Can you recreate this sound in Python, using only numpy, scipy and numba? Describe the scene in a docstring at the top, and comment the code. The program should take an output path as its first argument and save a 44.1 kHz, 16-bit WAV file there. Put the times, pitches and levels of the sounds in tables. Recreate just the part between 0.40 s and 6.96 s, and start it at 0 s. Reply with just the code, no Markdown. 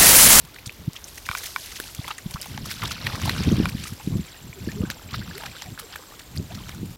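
"""Lake edge: dogs wade and paddle a step or two from a hand-held camera.
Legs slap and churn the water into ringing bubbles; spray patters back; a few drops tap the camera.
Gusts buffet the microphone. The zoom motor whines faintly near the end.
A small bird trills far off over an outdoor hush."""
import sys
import numpy as np
from scipy import signal
from scipy.fft import rfft, irfft
from scipy.io import wavfile
from numba import njit

SR = 44100
rng = np.random.default_rng(int(sys.argv[2]) if len(sys.argv) > 2 else 0)


def generate_wav(signal):
    """Clip the signal to [-1, 1] and save it as 16-bit WAV at the path in sys.argv[1]."""
    frames = np.transpose(np.atleast_2d(signal))
    scaled = np.clip(frames, -1, 1) * 32767
    pcm = np.round(scaled).astype(np.int16)
    wavfile.write(sys.argv[1], SR, pcm)


N = 289296


def stroke_level_db(layer, attack_s=.071, slosh_per_s=20, slosh_db=1.87):
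    """Level of one water layer: leg strokes build, hold and decay over lapping, sloshing unevenly."""
    # leg strokes: start_s, push_s, churn_db, gurgle_db, spray_db
    strokes = [(.53, 0.073, -54, -65, -56), (.68, 0.12, -57, -57, -47.5), (.92, .14, -41, -47, -40),
               (1.2, 0.28, -43.5, -57, -43), (1.62, 0.088, -42, -48.5, -51.5),
               (1.9, .04, -49.5, -53, -50.5), (2.03, 0.1, -42, -49, -50.5),
               (2.28, 0.052, -39.5, -47.5, -44), (2.41, 0.16, -37.5, -44, -48.5),
               (2.65, 0.1, -36, -35.5, -45.5), (2.85, 0.079, -31.5, -40, -41), (2.98, 0.27, -35, -38, -47),
               (3.39, 0.048, -39, -67, -44), (3.6, 0.082, -47.5, -50, -49.5), (3.78, 0.14, -47, -61, -56),
               (4.22, 0.11, -45.5, -50, -52.5), (4.42, 0.14, -48, -43.5, -65), (4.73, .09, -41, -49, -55.5),
               (4.9, 0.18, -41, -44, -53), (5.16, 0.06, -41, -44, -55), (5.42, 0.16, -47.5, -48.5, -53.5),
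               (5.72, .03, -49.5, -54, -54), (6.12, 0.19, -47, -50, -55)]
    column, lap_db, release_s, lag_s = {
        "churn": (2, -55, .07, 0), "gurgle": (3, -58, .07, 0), "spray": (4, -54, .19, .0074)}[layer]
    t = np.arange(N) / SR - lag_s
    power = np.full(N, undb(lap_db) ** 2)
    for stroke in strokes:
        start_s, push_s = stroke[:2]
        attack = np.clip(1 + (t - start_s) / attack_s, 0, 1)
        release = np.exp(-np.maximum(t - start_s - push_s, 0) / release_s)
        power += (undb(stroke[column]) * attack * release) ** 2
    slosh = np.tanh(rng.standard_normal(int(slosh_per_s * N / SR)))
    return 10 * np.log10(power) + slosh_db * stretch(slosh, N)


def churn():
    """Stirred water: small bubbles ring over a soft wash."""
    # churn spectrum: freq_hz, gain_db
    spectrum = [(500, -23), (1000, -27.5), (1500, -7.5), (2300, -5.5), (3200, -4.5), (4500, -6.5),
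                (6000, -11.5), (7500, -62), (11000, -41)]
    level_db = stroke_level_db("churn")
    air = cloud(level_db, max_per_s=4200, low_hz=1000, high_hz=6500, cycles=22, spread_db=4.4, rise=.22)
    wash = undb(-4) * rng.standard_normal(N)
    return colour(air + wash, spectrum) * undb(level_db - 3.5)


def gurgle():
    """Large air pockets, pushed under by the legs, ring low."""
    level_db = stroke_level_db("gurgle")
    air = cloud(level_db, max_per_s=900, low_hz=413, high_hz=1514, cycles=13, spread_db=4, rise=.29)
    return air * undb(level_db - 4.5)


def spray():
    """Fine drops fall back and tick on the surface."""
    # spray spectrum: freq_hz, gain_db
    spectrum = [(1500, -6.5), (3000, -1.5), (4500, 2), (6000, 2), (7500, -1), (9000, -2.5), (12000, -0.5),
                (14500, -7), (16000, -10)]
    level_db = stroke_level_db("spray")
    ticks = cloud(level_db, max_per_s=4600, low_hz=3110, high_hz=14100, cycles=17, spread_db=3, rise=.1)
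    mist = rng.standard_normal(N)
    return colour(ticks + mist, spectrum) * undb(level_db - 1.5)


def splash(length_s, level_db, pitch_hz, fizz_db, cycles=14):
    """A slap tears the surface into short bubbles and fizz, then trickles out."""
    t = np.arange(SR // 10) / SR
    trickle = undb(-16) * np.exp(-40 * t)
    envelope = np.minimum(t / (.49 * length_s), 1) * (np.exp(-(t / length_s) ** 4) + trickle)
    when, ring = rng.random((90, 2)).T
    detune, loud = rng.standard_normal((90, 2)).T
    start_s = when ** 2 * t[-1] * .5  # densest at impact
    gain = np.interp(start_s, t, envelope) * undb(7.6 * loud)
    bubble_hz = np.clip(1.1 * pitch_hz * np.exp(.484 * detune), 800, 9000)
    knot = bubbles(len(t), start_s, bubble_hz, cycles * (.5 + ring), gain, rise=.25)
    ragged_db = 4.5 * np.interp(t, t[::30], rng.standard_normal(len(t[::30])))
    crackle = rng.standard_normal(len(t)) * undb(ragged_db) * envelope
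    body = unit(unit(knot) + .5 * unit(band(crackle, pitch_hz * 1.4, pitch_hz * 2.1)))
    fizz = unit(band(crackle * np.minimum(t / length_s, 1), 5000, 15000))
    return (undb(level_db + 2.22) * body + undb(fizz_db + 1) * fizz) * np.sqrt(length_s / t[-1])


def splashes():
    """Paws and sheets of water slap the surface."""
    # slaps: start_s, length_s, level_db, pitch_hz, fizz_db
    slaps = [(.143, .003, -44, 4650, -62), (0.156, 0.0084, -43, 2060, -59),
             (.256, 0.019, -38.5, 4300, -48.5), (.532, 0.0018, -42, 4660, -40),
             (0.554, 0.019, -43, 3120, -66), (.675, .014, -48, 4430, -48), (0.773, 0.011, -40, 3420, -43),
             (0.852, 0.017, -40.5, 3430, -44), (.958, 0.033, -40.5, 3570, -39),
             (1.05, 0.019, -39, 3850, -37.5), (1.315, .008, -38.5, 3770, -51), (1.35, .022, -40, 3650, -47),
             (1.3997, 0.0019, -26, 2000, -26), (1.547, 0.0042, -40, 4240, -36),
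             (1.675, 0.012, -35.5, 1820, -39.5), (1.706, 0.01, -31.5, 1970, -54),
             (1.78, 0.0064, -35, 3960, -56), (1.902, .015, -44.5, 2090, -42), (1.935, 0.01, -37, 3370, -44),
             (2.012, 0.0058, -43, 4730, -33.5), (2.056, .004, -37, 1830, -40),
             (2.175, 0.0027, -30.5, 2000, -48), (2.251, 0.013, -40, 3770, -40),
             (2.288, 0.037, -35.5, 2780, -39.5), (2.417, 0.0084, -33, 2320, -50),
             (2.431, 0.0081, -31, 1660, -38), (2.449, 0.01, -30, 2460, -48),
             (2.503, 0.024, -33, 3300, -42.5), (2.66, 0.015, -27, 2260, -42),
             (2.748, 0.014, -36.5, 3130, -44), (2.815, 0.0044, -31.5, 3420, -41),
             (2.848, 0.013, -40, 3500, -36.5), (2.893, 0.0033, -19, 1620, -31.5),
             (3.282, 0.016, -37, 3040, -41), (3.435, 0.01, -36, 4250, -50), (3.457, 0.033, -42, 3700, -48),
             (4.317, 0.0022, -35, 3700, -47.5), (4.5, 0.0032, -26, 3050, -32.5),
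             (4.504, 0.014, -37, 3630, -52.5), (4.729, 0.033, -34.5, 2480, -49),
             (4.978, 0.0034, -35, 2800, -35.5), (5.034, 0.0039, -36.5, 1580, -45),
             (5.056, 0.0094, -34.5, 2320, -46), (5.217, 0.007, -36, 2690, -45),
             (5.386, 0.017, -39, 2920, -38), (5.518, 0.026, -43, 2260, -60),
             (5.556, 0.0053, -35, 1890, -40), (5.792, .008, -41, 2950, -53),
             (5.951, 0.021, -47, 3260, -48.5), (6.144, 0.013, -42.5, 3530, -52),
             (6.291, 0.0043, -35, 1950, -44.5)]
    out = np.zeros(N)
    for start_s, *slap in slaps:
        add(out, start_s, splash(*slap))
    return out


def plops(rise=.45):
    """Single large bubbles ring; each sheds three lesser ones."""
    # large bubbles: start_s, level_db, pitch_hz, ring_cycles
    large_bubbles = [(0.186, -26.5, 2260, 21), (.295, -18, 2300, 18), (0.564, -23.5, 3000, 35),
                     (.6425, -18.5, 5700, 26), (1.4, -15, 362, 3.6), (1.644, -24.5, 2000, 24),
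                     (1.684, -21, 875, 12), (1.706, -19, 1180, 23), (1.959, -20.5, 1060, 18),
                     (1.967, -20.5, 1170, 15), (2.02, -21, 4900, 48), (2.178, -18, 1900, 8.2),
                     (2.429, -15.5, 1210, 16), (2.437, -19, 880, 17), (2.667, -13, 1970, 12),
                     (2.877, -17.5, 800, 24), (3.6, -34.5, 810, 55), (4.129, -28, 2150, 28),
                     (4.288, -32.5, 1700, 150), (4.452, -32, 1490, 74), (4.749, -22.5, 1460, 22),
                     (4.911, -28, 1580, 34), (4.816, -30.5, 1460, 36), (5.036, -16.5, 865, 5.4),
                     (5.165, -31, 1450, 27), (5.222, -22, 1020, 5.2), (5.377, -22, 1440, 13),
                     (5.558, -22.5, 1590, 20), (5.975, -17, 4420, 30)]
    start_s, level_db, pitch_hz, cycles = np.array(large_bubbles, float).T.copy()
    out = bubbles(N, start_s, pitch_hz, cycles, undb(level_db), rise)
    for _ in range(3):
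        late, detune = rng.random((len(start_s), 2)).T
        shed_hz = pitch_hz * (.8 + detune)
        out += bubbles(N, start_s + .01 * late, shed_hz, .5 * cycles, undb(level_db - 9), rise)
    return out


def gulps(waver=.062, flutter_db=4.1):
    """Air in a hollow around a leg rings: pitch rises as it shrinks, falls as it widens."""
    # hollows: start_s, length_s, level_db, first_hz, last_hz
    hollows = [(3.728, 0.035, -49, 802, 1250), (3.94, 0.036, -48, 1435, 2130),
               (4.156, 0.051, -38.5, 408, 363), (4.35, 0.11, -37.5, 335, 539), (4.893, 0.11, -43, 250, 544),
               (4.981, 0.11, -43.5, 1016, 737), (5.256, 0.04, -41, 836, 650),
               (5.301, 0.046, -41.5, 361, 262), (5.42, 0.051, -45.5, 525, 382),
               (6.092, 0.049, -43.5, 513, 1134), (6.194, 0.026, -44.5, 984, 1130)]
    out = np.zeros(N)
    for start_s, length_s, level_db, first_hz, last_hz in hollows:
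        age = np.linspace(0, 1, int(length_s * SR))
        wobble, flutter = (stretch(row, len(age)) for row in rng.standard_normal((2, 9)))
        pitch_hz = first_hz * (last_hz / first_hz) ** age * (1 + waver * wobble)
        envelope = undb(level_db + flutter_db * flutter) * np.sin(np.pi * age)
        add(out, start_s, envelope * np.sin(2 * np.pi * np.cumsum(pitch_hz) / SR))
    return out


def flicks(per_s=4):
    """Small random slaps, as loud as the churn and spray around them."""
    out = np.zeros(N)
    churn_db, spray_db = stroke_level_db("churn"), stroke_level_db("spray")
    for when, *draws in rng.random((int(per_s * N / SR), 5)):
        i = int(when * N)
        loud, long, high, wet = 2 * np.array(draws) - 1
        slap = splash(length_s=.0052 * 2 ** long, level_db=churn_db[i] + .5 + 3 * loud,
                      pitch_hz=3030 * 2 ** (.5 * high), fizz_db=spray_db[i] + 5 * wet)
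        add(out, i / SR, slap)
    return out


def drips(scatter_db=4):
    """Lone drops, each trapping one clear bubble."""
    # drop classes: rate_per_s, low_hz, high_hz, ring_cycles, over_churn_db
    drop_classes = [(12, 900, 2310, 34, 8), (14, 2690, 7000, 35, 11)]
    out, churn_db = np.zeros(N), stroke_level_db("churn")
    for per_s, low_hz, high_hz, cycles, over_db in drop_classes:
        when, pitch, ring, loud = rng.random((int(per_s * N / SR), 4)).T
        gain = undb(churn_db[(when * N).astype(int)] + over_db + scatter_db * (2 * loud - 1.5))
        pitch_hz = low_hz * (high_hz / low_hz) ** pitch
        out += bubbles(N, when * N / SR, pitch_hz, cycles * (.5 + ring), gain, rise=.6)
    return out


def cloud(level_db, max_per_s, low_hz, high_hz, cycles, spread_db, rise):
    """Random bubbles, many faint and a few loud, denser where the water is louder; rms 1."""
    when, pitch, ring, faint, lottery = rng.random((int(max_per_s * N / SR), 5)).T
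    density = undb(.8 * (level_db[(when * N).astype(int)] - level_db.max()))
    pitch_hz = low_hz * (high_hz / low_hz) ** pitch
    gain = undb(-spread_db * np.log(faint + .02)) * pitch_hz / np.sqrt(density)
    kept = lottery < density
    start_s = when[kept] * N / SR
    return unit(bubbles(N, start_s, pitch_hz[kept], cycles * (.5 + ring[kept]), gain[kept], rise))


@njit
def bubbles(samples, start_s, pitch_hz, cycles, gain, rise):
    """Sines that decay 60 dB and go sharp by the fraction `rise` as they near the surface."""
    out = np.zeros(samples)
    for k in range(len(start_s)):
        first, life = int(start_s[k] * SR), cycles[k] / pitch_hz[k] * SR
        phase = 0.
        for i in range(min(int(life), samples - first)):
            age = i / life
            phase += 2 * np.pi * min(pitch_hz[k] * (1 + rise * age), .45 * SR) / SR
            envelope = (1 - np.exp(-phase / np.pi)) * np.exp(-6.9 * age)
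            out[first + i] += gain[k] * envelope * np.sin(phase)
    return out


def taps(tick_db=-12, tick_s=.00044):
    """Drops tick on the camera and briefly ring its body."""
    # drop impacts: start_s, level_db
    impacts = [(.889, -3.5), (0.9134, -8), (0.9505, -5.5), (1.1613, -3), (2.894, -7), (3.256, -3.5)]
    # camera body modes: freq_hz, level_db, t60_s
    modes = [(736, -8, 0.017), (1058, 10.5, 0.012), (1470, 9.5, 0.018), (1920, -0.5, 0.02),
             (2300, 7, 0.022), (3650, 4.5, 0.0058), (5220, -2.5, 0.0093)]
    out, t = np.zeros(N), np.arange(SR // 20) / SR
    for start_s, level_db in impacts:
        ring = np.zeros(len(t))
        for k, (freq_hz, mode_db, t60_s) in enumerate(modes):
            tone = np.sin(2 * np.pi * freq_hz * (1 + .02 * rng.standard_normal()) * t)
            ring += (-1) ** k * undb(mode_db - 60 * t / t60_s) * tone  # opposed signs slow the onset
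        tick = undb(tick_db) * rng.standard_normal(len(t)) * np.exp(-t / tick_s)
        add(out, start_s, undb(level_db - 6) * (ring / np.abs(ring).max() + tick))
    return band(out, 620, 15000)  # small shell, no bass


def wind(lumps_per_s=45, eddy_cycles=.45):
    """Lumpy turbulence at the microphone port; each eddy is one short pressure swing."""
    # rumble spectrum: freq_hz, gain_db
    spectrum = [(20, -11), (45, -18), (70, 2), (110, 3.5), (200, -2), (300, -12), (450, -23), (700, -33),
                (1200, -75)]
    gust_db = gust_level_db()
    lumps = rng.standard_normal(int(lumps_per_s * N / SR))
    lumps_db = 6 * np.tanh(stretch(lumps, N))
    rumble = colour(rng.standard_normal(N) * undb(lumps_db), spectrum) * undb(gust_db + 1.9)
    slow_eddies = unit(band(rng.standard_normal(N), 39, 58.5)) * undb(-34 + .5 * gust_db)
    out = rumble + slow_eddies
    t = np.arange(-SR // 40, SR // 40) / SR
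    for centre_s, level_db, pitch_hz in eddies(gust_db):
        window = 1 / np.cosh(np.clip(2 * pitch_hz * t / eddy_cycles, -20, 20))
        swing = np.cos(2 * np.pi * (pitch_hz * t + rng.random()))
        add(out, centre_s + t[0], undb(level_db) * window * swing)
    return out


def gust_level_db(breeze_db=-59.5):
    """Wind level: bell-shaped gusts over a light breeze."""
    # gusts: crest_s, half_width_s, level_db
    gusts = [(0.022, 0.031, -43), (.45, 0.063, -45), (.72, 0.019, -51), (1.68, 0.057, -49),
             (1.89, .05, -41), (2.2, 0.13, -37), (2.46, 0.077, -34), (2.68, 0.064, -33), (2.95, 0.23, -29),
             (3.149, 0.15, -25), (3.38, 0.15, -38.5), (3.748, 0.068, -29), (4.06, 0.041, -37.5),
             (4.27, 0.065, -33.5), (4.43, 0.1, -31.5), (4.8, 0.13, -35.5), (5.08, 0.042, -41),
             (5.3, 0.037, -38), (5.979, 0.063, -33), (6.16, 0.097, -40.5), (6.41, 0.17, -37)]
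    t = np.arange(N) / SR
    power = sum((undb(level_db) * np.exp(-((t - crest_s) / half_width_s) ** 2)) ** 2
                for crest_s, half_width_s, level_db in gusts)
    return 10 * np.log10(power + undb(breeze_db) ** 2)


def eddies(gust_db, per_s=18, eddy_hz=215, octaves_per_db=.034, wake_s=.00698, wake_db=-7):
    """Hard thumps, their wakes, and random eddies that are louder and quicker in harder gusts."""
    # hardest wind thumps: centre_s, level_db, pitch_hz
    buffets = [(0.273, -25, 111), (0.481, -11.5, 139), (.9, -24, 109), (1.595, -17.5, 134),
               (1.863, -17, 142), (1.949, -19, 112), (2.15, -22.5, 117), (2.232, -22, 98),
               (3.007, -13, 214), (3.076, -7.5, 200), (3.118, -7, 211), (3.127, -5.5, 199),
               (3.184, -10.5, 193), (3.202, -3.5, 210), (3.225, -14, 174), (3.273, -14.5, 127),
               (3.351, -14.5, 136), (3.525, -20.5, 138), (3.676, -11, 196), (3.756, -9.5, 158),
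               (3.795, -15, 161), (4.276, -13, 216), (4.408, -13, 156), (4.438, -11.5, 226),
               (5.999, -16, 178), (6.432, -17, 194)]
    rows = list(buffets)
    for centre_s, level_db, pitch_hz in buffets:
        late, pitch = rng.random(2)
        rows.append((centre_s + wake_s * (.5 + late), level_db + wake_db, pitch_hz * 2 ** (pitch - .5)))
    for when, pitch in rng.random((int(per_s * N / SR), 2)):
        level_db = gust_db[int(when * N)]
        octaves = pitch - .5 + octaves_per_db * (level_db - gust_db.max())
        rows.append((when * N / SR, level_db + 5.5, eddy_hz * 2 ** octaves))
    return rows


def zoom_motor(start_s=4.95, attack_s=.19, sag_per_s=.0018, fade_db_per_s=3):
    """A faint whine sinks and softens as the lens travels."""
    # motor tones: freq_hz, level_db
    tones = [(7430, -55.5), (7610, -78), (7820, -64), (8245, -58.5), (8452, -74), (8872, -71)]
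    t = np.arange(N) / SR - start_s
    travel_s = np.cumsum(1 - sag_per_s * (t - .5)) / SR
    whine = sum(undb(db - 3.5) * np.sin(2 * np.pi * hz * travel_s) for hz, db in tones)
    return np.clip(t / attack_s, 0, 1) * undb(-fade_db_per_s * t) * whine


def bird(droop=.116, echo_decay_s=.02, echo_db=-12):
    """Each note holds a thin whistle, then slurs down; the bank scatters a short echo."""
    # trill runs: first_s, last_s, notes_per_s, top_hz, level_db
    runs = [(1.556, 3.53, 18.75, 7550, -52), (3.595, 5.004, 18.42, 7620, -47.5),
            (5.06, 5.676, 17.87, 7620, -47), (5.742, 6.531, 16.48, 7130, -51.5)]
    out, t = np.zeros(N), np.arange(-SR // 40, SR // 40) / SR
    slur = 1 - droop * np.tanh(np.maximum(t, 0) / .01) ** 2 + 1.8 * np.minimum(t, 0)
    swell = np.interp(t, [-.011, -.005, 0, .005, .009, .016], [0, .6, 1, .45, .75, 0])
    for first_s, last_s, per_s, top_hz, level_db in runs:
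        for note_s in np.arange(first_s, last_s + .5 / per_s, 1 / per_s):
            detune, loud, late, lean = rng.standard_normal(4)
            whistle = np.sin(2 * np.pi * np.cumsum(top_hz * (1 + .007 * detune) * slur) / SR)
            envelope = undb(level_db + loud + 200 * lean * t) * swell
            add(out, note_s + t[0] + .001 * late, envelope * whistle)
    bank = rng.standard_normal(SR // 5) * np.exp(-np.arange(SR // 5) / SR / echo_decay_s)
    return out + undb(echo_db) * signal.fftconvolve(out, bank / np.linalg.norm(bank))[:N]


def hush(level_db=-48):
    """Steady outdoor noise."""
    # hush spectrum: freq_hz, gain_db
    spectrum = [(15, -35), (25, 1.5), (70, 7.5), (153, -10), (309, -4), (659, -11), (962, -9.5),
                (1260, -13), (3250, -15), (3520, -13), (7110, -24.5), (9320, -32.5), (14000, -16.5),
                (16000, -25)]
    return colour(rng.standard_normal(N), spectrum) * undb(level_db)


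def undb(db):
    """Decibels to gain."""
    return 10 ** (np.asarray(db) / 20)


def unit(x):
    """Scale to rms 1."""
    return x / np.sqrt(np.mean(x ** 2) + 1e-20)


def stretch(values, samples):
    """Interpolate evenly spaced values to a new length."""
    return np.interp(np.linspace(0, len(values) - 1, samples), np.arange(len(values)), values)


def add(track, start_s, sound):
    """Mix a sound into the track."""
    i = max(int(start_s * SR), 0)
    part = sound[:max(len(track) - i, 0)]
    track[i:i + len(part)] += part


def colour(x, spectrum):
    """Filter by (freq_hz, gain_db) points; rms 1."""
    freq_hz, gain_db = np.transpose(spectrum)
    bin_hz = np.maximum(np.arange(len(x) // 2 + 1) * SR / len(x), 1)
    gain = undb(np.interp(np.log(bin_hz), np.log(freq_hz), gain_db))
    return unit(irfft(rfft(x) * gain, len(x)))


def band(x, low_hz, high_hz):
    """Gentle causal band-pass."""
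    return signal.sosfilt(signal.butter(2, [low_hz, high_hz], "band", fs=SR, output="sos"), x)


def scene():
    """Water close by, wind and small noises on the camera, bird and hush behind; mono."""
    background = hush()
    water = gurgle() + churn() + spray() + splashes() + plops() + gulps() + flicks() + drips()
    return (water + taps() + wind() + zoom_motor() + bird() + background)[None]


def record(dry, low_hz=30, top_hz=16000):
    """The camera thins the deep bass and cuts the top."""
    thinned = signal.sosfilt(signal.butter(1, low_hz, "high", fs=SR, output="sos"), dry)
    return signal.sosfilt(signal.ellip(10, .2, 80, top_hz, fs=SR, output="sos"), thinned)


dry = scene()
out = record(dry)
generate_wav(out)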